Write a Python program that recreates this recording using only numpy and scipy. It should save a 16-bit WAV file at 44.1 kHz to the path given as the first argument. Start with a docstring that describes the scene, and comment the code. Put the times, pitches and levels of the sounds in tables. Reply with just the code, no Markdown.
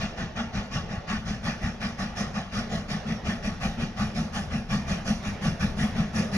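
"""A steam locomotive works up a grade towards the microphone beside a wooded line: 5.5 exhaust beats a second,
four to a turn of the wheels with the second one weak.
Each beat is a rush of steam (gated, filtered noise) and a boom of the smokebox and chimney (ringing noise and a
sine note). The bush answers with decaying noise echoes; the train rumbles and roars underneath, with a few thumps.
Reflections off the ground and trunks ripple the steam's spectrum, and its hiss leans to the right."""
import sys
import numpy as np
from scipy import signal
from scipy.fft import rfft, irfft, next_fast_len
from scipy.io import wavfile
from scipy.ndimage import uniform_filter1d, map_coordinates

SR = 44100
rng = np.random.default_rng(int(sys.argv[2]) if len(sys.argv) > 2 else 0)


def to_wav(sig):
    """Store sig (one row per channel, or 1-D mono) as 16-bit WAV at the path in sys.argv[1].

    Samples outside -1..1 are clipped; the rate is SR.
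    """
    pcm = np.clip(np.atleast_2d(sig), -1, 1) * 32767
    pcm = np.round(pcm).astype(np.int16)
    wavfile.write(sys.argv[1], SR, pcm.T)  # frames by channels


N = 280910  # length in samples

# The four beats of one wheel turn, unequal as the valves are set; levels are before the mix gains:
# (lateness t/s, valve opening t/s, full blast t/s, blast level/dB, extra hiss level/dB,
#  delay of the boom t/s, boom level/dB)
STROKES = [(-.001, 0.03606, 0.026, -31.5, 0.75, 0.046, -33.5),
           (-.0067, 0.0376, 0.03, -34, -2.5, 0.047, -35), (.002, 0.0378, 0.028, -32, 0.74, 0.051, -33.5),
           (-.0006, 0.03244, .025, -33, 0.7, 0.046, -34)]
# Beats that stand out from the pattern: (t/s, extra blast level/dB, extra hiss level/dB, extra boom level/dB)
ACCENTS = [(.54, -0.4, 1, 1), (.9, -2.3, 0.8, -4.5), (1.08, 1.9, -1.1, 1.5), (3.07, -2, 0, 1.5),
           (4.16, -1.5, 1, 0.5), (4.34, -1.1, 1.2, -4.5), (5.06, -3.1, 4, 1), (5.24, -0.6, 1.8, -5.5)]
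# How hard the steam blows: (t/s, added blast level/dB)
EFFORT = [(0, 0), (2.2, 0.42), (4.2, 0), (5.6, 1), (6.37, 0.6)]
# Steam spectrum common to both ears, and differing between them: (f/Hz, relative level/dB per Hz)
BLAST_MID = [(300, -19), (700, -2), (1200, -8), (1900, -4), (3000, -20), (4300, -22), (5600, -14),
             (6900, -24), (7700, -38), (11000, -33), (12300, -49.5), (13000, -65)]
BLAST_SIDE = [(300, -35), (700, -14.5), (1200, -5), (1900, -11.5), (3000, -13.5), (4300, -17.5),
              (5600, -16.5), (6900, -27.5), (7700, -38), (11000, -32.5), (12300, -49), (13000, -65)]
# Peaks and notches from near reflections, same two parts: (centre f/Hz, half-width at 1/e f/Hz, level/dB)
RIPPLE_MID = [(976, 72.6, -17.5), (1172, 117, 4.5), (1603, 28.5, -34), (2190, 233, -5.5), (2436, 78, 7.5),
              (2836, 100, 8.5), (2856, 47, -9), (3390, 44, 6), (5000, 110, -1.5)]
RIPPLE_SIDE = [(1010, 180, -7), (1354, 61, -17), (1590, 150, 2), (1810, 61, -8.9), (2095, 74, -9),
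               (2290, 96, 7), (2500, 44, -15), (3140, 380, 3)]
# Sideways lean of the steam: (f/Hz, pull to the left, negative to the right, limited to +-0.99 in use)
LEAN = [(200, 0.68), (400, 0.97), (700, -1.1), (1200, 0.77), (1600, -0.28), (1900, 0.43), (2500, 0.33),
        (3400, 0.036), (4200, -0.23), (4900, -.63), (5600, -0.99), (7000, -0.83), (8000, -1.02)]
# Smokebox and chimney resonances: (f/Hz, bandwidth f/Hz, relative level/dB)
CHIMNEY = [(153.7, 43, -9.5), (200.8, 17.15, -2), (232.9, 13, -6.5)]
# Dying away of the answer from the trees: (f/Hz, time to fall 60 dB t/s)
BUSH_DECAY = [(150, 0.73), (700, 0.88), (2500, 0.48), (10000, 0.61)]
# Spectra of the rolling train: (f/Hz, relative level/dB per Hz)
RUMBLE = [(12, -32), (26, 1), (40, -7), (70, -2), (115, -5.5), (170, -6), (290, -20), (450, -67.5)]
ROAR = [(200, -17), (320, 2.5), (420, 5.5), (700, 5.5), (850, 3), (970, -2), (1200, -7), (1900, -5.5),
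        (3000, -11), (6000, -18.5), (8000, -48)]
# Dull low thumps: (onset t/s, peak level/dB, f/Hz)
THUMPS = [(0.978, -24.5, 85.5), (1.64, -21.5, 80.5), (5.282, -28, 75.6)]

BEAT_S = 0.18078  # steady time from one exhaust beat to the next
# no two beats are quite alike: standard deviations
SCATTER_S, BLAST_SCATTER_DB, HISS_SCATTER_DB, BOOM_SCATTER_DB = 0.00092, 0.3, 0.95, 0.5
OPENING_SCATTER = 0.158  # share by which a valve opens faster or slower than usual
NOTE_HZ, NOTE_SCATTER = 202.85, 0.034  # hollow chimney note, and the share by which it varies between beats
# growth of each sound as the engine nears
HISS_DB_PER_S, BOOM_DB_PER_S, RUMBLE_DB_PER_S, ROAR_DB_PER_S = 0.19, 1.37, 0.49, 0.89
RUMBLE_START_DB, ROAR_START_DB = -38, -48
TOP_HZ = 15700  # upper band limit at the microphone


def beats():
    """The four strokes come round with the wheels; returns the steam puffs and the booms that follow them."""
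    puffs, booms = [], []
    accents = {round(s / BEAT_S): extra for s, *extra in ACCENTS}
    count = int(N / SR / BEAT_S) + 1
    for k, (jitter, strong, bright, deep, slow) in enumerate(rng.standard_normal((count, 5))):
        late, rise, hold, db, hiss_db, delay, boom_db = STROKES[k % len(STROKES)]
        db, hiss_db, boom_db = np.add((db, hiss_db, boom_db), accents.get(k, 0))
        half_open = k * BEAT_S + late + SCATTER_S * jitter
        rise = rise * np.exp(OPENING_SCATTER * slow)
        start = half_open - rise / 2
        db = db + np.interp(half_open, *np.transpose(EFFORT)) + BLAST_SCATTER_DB * strong
        hiss_db = hiss_db + HISS_DB_PER_S * half_open + HISS_SCATTER_DB * bright
        boom_db = boom_db + BOOM_DB_PER_S * half_open + BOOM_SCATTER_DB * deep
        puffs.append((start, rise, hold, db, hiss_db))
        booms.append((start, delay + rise / 2, boom_db))
    return puffs, booms


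def exhaust(puffs, fall_db_per_s, leak_db):
    """Strength of the jet and of its hiss: each valve opening rises, holds and dies away over a steady leak."""
    t = np.arange(N) / SR
    power, hiss_power = np.zeros((2, N)) + amp(leak_db) ** 2
    for s, rise, hold, db, hiss_db in puffs:
        closing_s = np.maximum(t - s - rise - hold, 0)
        flow = np.clip((t - s) / rise, 0, 1) * amp(db - fall_db_per_s * closing_s)
        power = power + flow ** 2
        hiss_power = hiss_power + (flow * amp(hiss_db)) ** 2
    return np.sqrt(power), np.sqrt(hiss_power)


def blast(flow, hiss, flutter_db, clearing_db_per_s, diffuse, wet_db):
    """The turbulent jet of steam leaves the chimney and reaches both ears."""
    t = np.arange(N) / SR

    def treble(hz):
        return hz ** 4 / (hz ** 4 + 3800 ** 4)

    def body(hz):  # the narrow jet radiates no bass
        return (1 - treble(hz)) * hz ** 4 / (hz ** 4 + 200 ** 4)

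    def highest(hz):
        return hz ** 8 / (hz ** 8 + 8000 ** 8)

    jet = patchy(rng.standard_normal((2, N)), depth_db=2.5, size=(5, 9))
    jet = jet * amp(flutter_db * wobble(170))  # eddies tear the jet
    jet = filtered(jet * flow, body) + filtered(jet * hiss, treble)
    # the air takes less of the highest hiss as the engine nears
    clearing = amp(clearing_db_per_s * (t - t.mean()))
    jet = jet + filtered(jet, highest) * (clearing - 1)
    direct, scattered = jet + amp(wet_db) * bush(jet[0])

    # the ears differ in level, in phase (a quarter turn at all frequencies) and by scattered sound
    share = np.clip(diffuse, 0, 1)

    def lean(hz):
        return np.clip(along(LEAN, hz), -0.99, 0.99)

    def rest(hz):
        return np.sqrt(1 - lean(hz) ** 2)

    side = filtered(direct, lambda hz: lean(hz) + 1j * rest(hz) * np.sqrt(1 - share))
    side = side + np.sqrt(share) * filtered(scattered, rest)
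    mid = filtered(direct, lambda hz: rippled(BLAST_MID, RIPPLE_MID, hz))
    side = filtered(side, lambda hz: rippled(BLAST_SIDE, RIPPLE_SIDE, hz))
    return np.array([mid + side, mid - side])


def boom(booms, swell_s, fade_s, edge_hz, note_db, wet_db):
    """Every slug of steam sets the gas in the smokebox and chimney ringing."""
    t = np.arange(SR // 3) / SR

    def resonances(f):
        total = 0
        for k, (centre, width, db) in enumerate(CHIMNEY):
            damping = 1j * f * width
            total = total + (-1) ** k * amp(db) * damping / (centre * centre - f * f + damping)
        return total / (1 + (f / edge_hz) ** 8)

    track = np.zeros(N)
    for s, delay, db in booms:
        ring = unit(filtered(rng.standard_normal(SR // 2), resonances)[-len(t):])
        # partly even out the loudness of the ringing noise
        ring = ring / np.sqrt(np.abs(signal.hilbert(ring)) + 0.61)
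        note_hz = NOTE_HZ * (1 + NOTE_SCATTER * rng.standard_normal())
        note = np.sin(2 * np.pi * (note_hz * t + rng.random()))
        ring = unit(ring) + amp(note_db) * unit(note)
        swell = np.exp(np.minimum((t - delay) / swell_s, (delay - t) / fade_s))
        swell = swell * np.minimum(t / 0.017, 1)  # soft start
        add(track, s, amp(db) * unit(ring * swell))
    return (track + amp(wet_db) * bush(track)[0]) * amp([[0.5], [-0.5]])  # slightly left


def bush(x):
    """Two unrelated answers from the trees, each frequency dying at its own speed."""
    hz, t, z = signal.stft(rng.standard_normal((2, SR)), SR, nperseg=256)
    decay = amp(-60 * t / along(BUSH_DECAY, hz)[:, None])
    build_up = 1 - np.exp(-t / 0.0058)
    tail = signal.istft(z * decay * build_up, SR, nperseg=256)[1]
    return signal.fftconvolve(x[None], tail / np.linalg.norm(tail[0]), axes=1)[:, :N]


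def rolling(flow, throb, lumps_db):
    """Wheels and fire rumble, throbbing with the draught, and the rails roar faintly."""
    t = np.arange(N) / SR
    draught = unit(1 + throb * unit(flow))
    rumble_gain = amp(RUMBLE_START_DB + RUMBLE_DB_PER_S * t + lumps_db * wobble(12))
    rumble = rumble_gain * draught * rush(RUMBLE, side_db=-18.5)
    roar_gain = amp(ROAR_START_DB + ROAR_DB_PER_S * t + 1.85 * wobble(8.4))
    roar = roar_gain * patchy(rush(ROAR, side_db=-7), depth_db=3.0, size=(2, 16))
    # the rumble sits to the left, the roar to the right
    return rumble * amp([[1], [-1.2]]) + roar * amp([[-1.2], [1.2]])


def thumps(life_s):
    """Dull pushes of air that last about one cycle."""
    t, track = np.arange(SR // 8) / SR, np.zeros(N)
    for s, db, hz in THUMPS:
        envelope = t / life_s * np.exp(1 - t / life_s)
        add(track, s, amp(db) * np.sin(2 * np.pi * hz * t) * envelope)
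    return track


def rush(spectrum, side_db):
    """Stereo noise of rms 1 with the given spectrum; side_db sets how far the ears differ."""
    mid, side = filtered(rng.standard_normal((2, N)), lambda hz: amp(along(spectrum, hz)))
    side = amp(side_db) * side
    return unit(np.array([mid + side, mid - side]))


def patchy(x, depth_db, size):
    """x at rms 1 with random gain in patches of size (frequency bins, frames)."""
    z = signal.stft(x, nperseg=512)[2]
    field = uniform_filter1d(rng.standard_normal(z.shape[-2:]), size[0], 0)
    field = uniform_filter1d(field, size[1], 1)
    return unit(signal.istft(z * amp(depth_db * unit(field)), nperseg=512)[1][..., :N])


def wobble(rate):
    """A smooth random curve, rate knots a second."""
    knots = rng.standard_normal(int(N * rate / SR) + 4)
    return map_coordinates(knots, [np.arange(N) * rate / SR])


def rippled(spectrum, ripples, hz):
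    """Gain of a smooth spectrum with peaks and notches."""
    ripple_db = sum(db * np.exp(-((hz - c) / w) ** 2) for c, w, db in ripples)
    return amp(along(spectrum, hz) + ripple_db)


def along(points, hz):
    """Interpolate (f/Hz, value) points on a log frequency axis."""
    f, v = np.transpose(points)
    return np.interp(np.log(hz + 1), np.log(f + 1), v)


def filtered(x, response):
    """Filter x by a real or complex response of frequency."""
    n = x.shape[-1]
    m = next_fast_len(n + SR // 4)
    return irfft(rfft(x, m) * response(np.fft.rfftfreq(m, 1 / SR)), m)[..., :n]


def add(track, s, sound):
    """Mix a sound into the track from time s on."""
    start = round(s * SR)
    part = sound[max(-start, 0):max(N - start, 0)]
    track[max(start, 0):][:len(part)] += part


def amp(db):
    """Decibels to gain."""
    return 10 ** (np.asarray(db) / 20)


def unit(x):
    """x at rms 1."""
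    return x / np.sqrt(np.mean(x ** 2) + 1e-20)


def scene():
    """The exhaust over the noise of the rolling train."""
    puffs, booms = beats()
    flow, hiss = exhaust(puffs, fall_db_per_s=184, leak_db=-53.5)
    steam = blast(flow, hiss, flutter_db=0.57, clearing_db_per_s=1.5, diffuse=0.73, wet_db=-11)
    chimney = boom(booms, swell_s=0.036, fade_s=0.033, edge_hz=510, note_db=-6.5, wet_db=-10)
    train = rolling(flow, throb=0.76, lumps_db=2.0)
    return amp(13.0) * steam + amp(-6.5) * chimney + train + thumps(life_s=0.0035)


def record(dry):
    """The microphone chain keeps nothing above its band limit."""
    return filtered(dry, lambda hz: hz < TOP_HZ)


dry = scene()
out = record(dry)
to_wav(out)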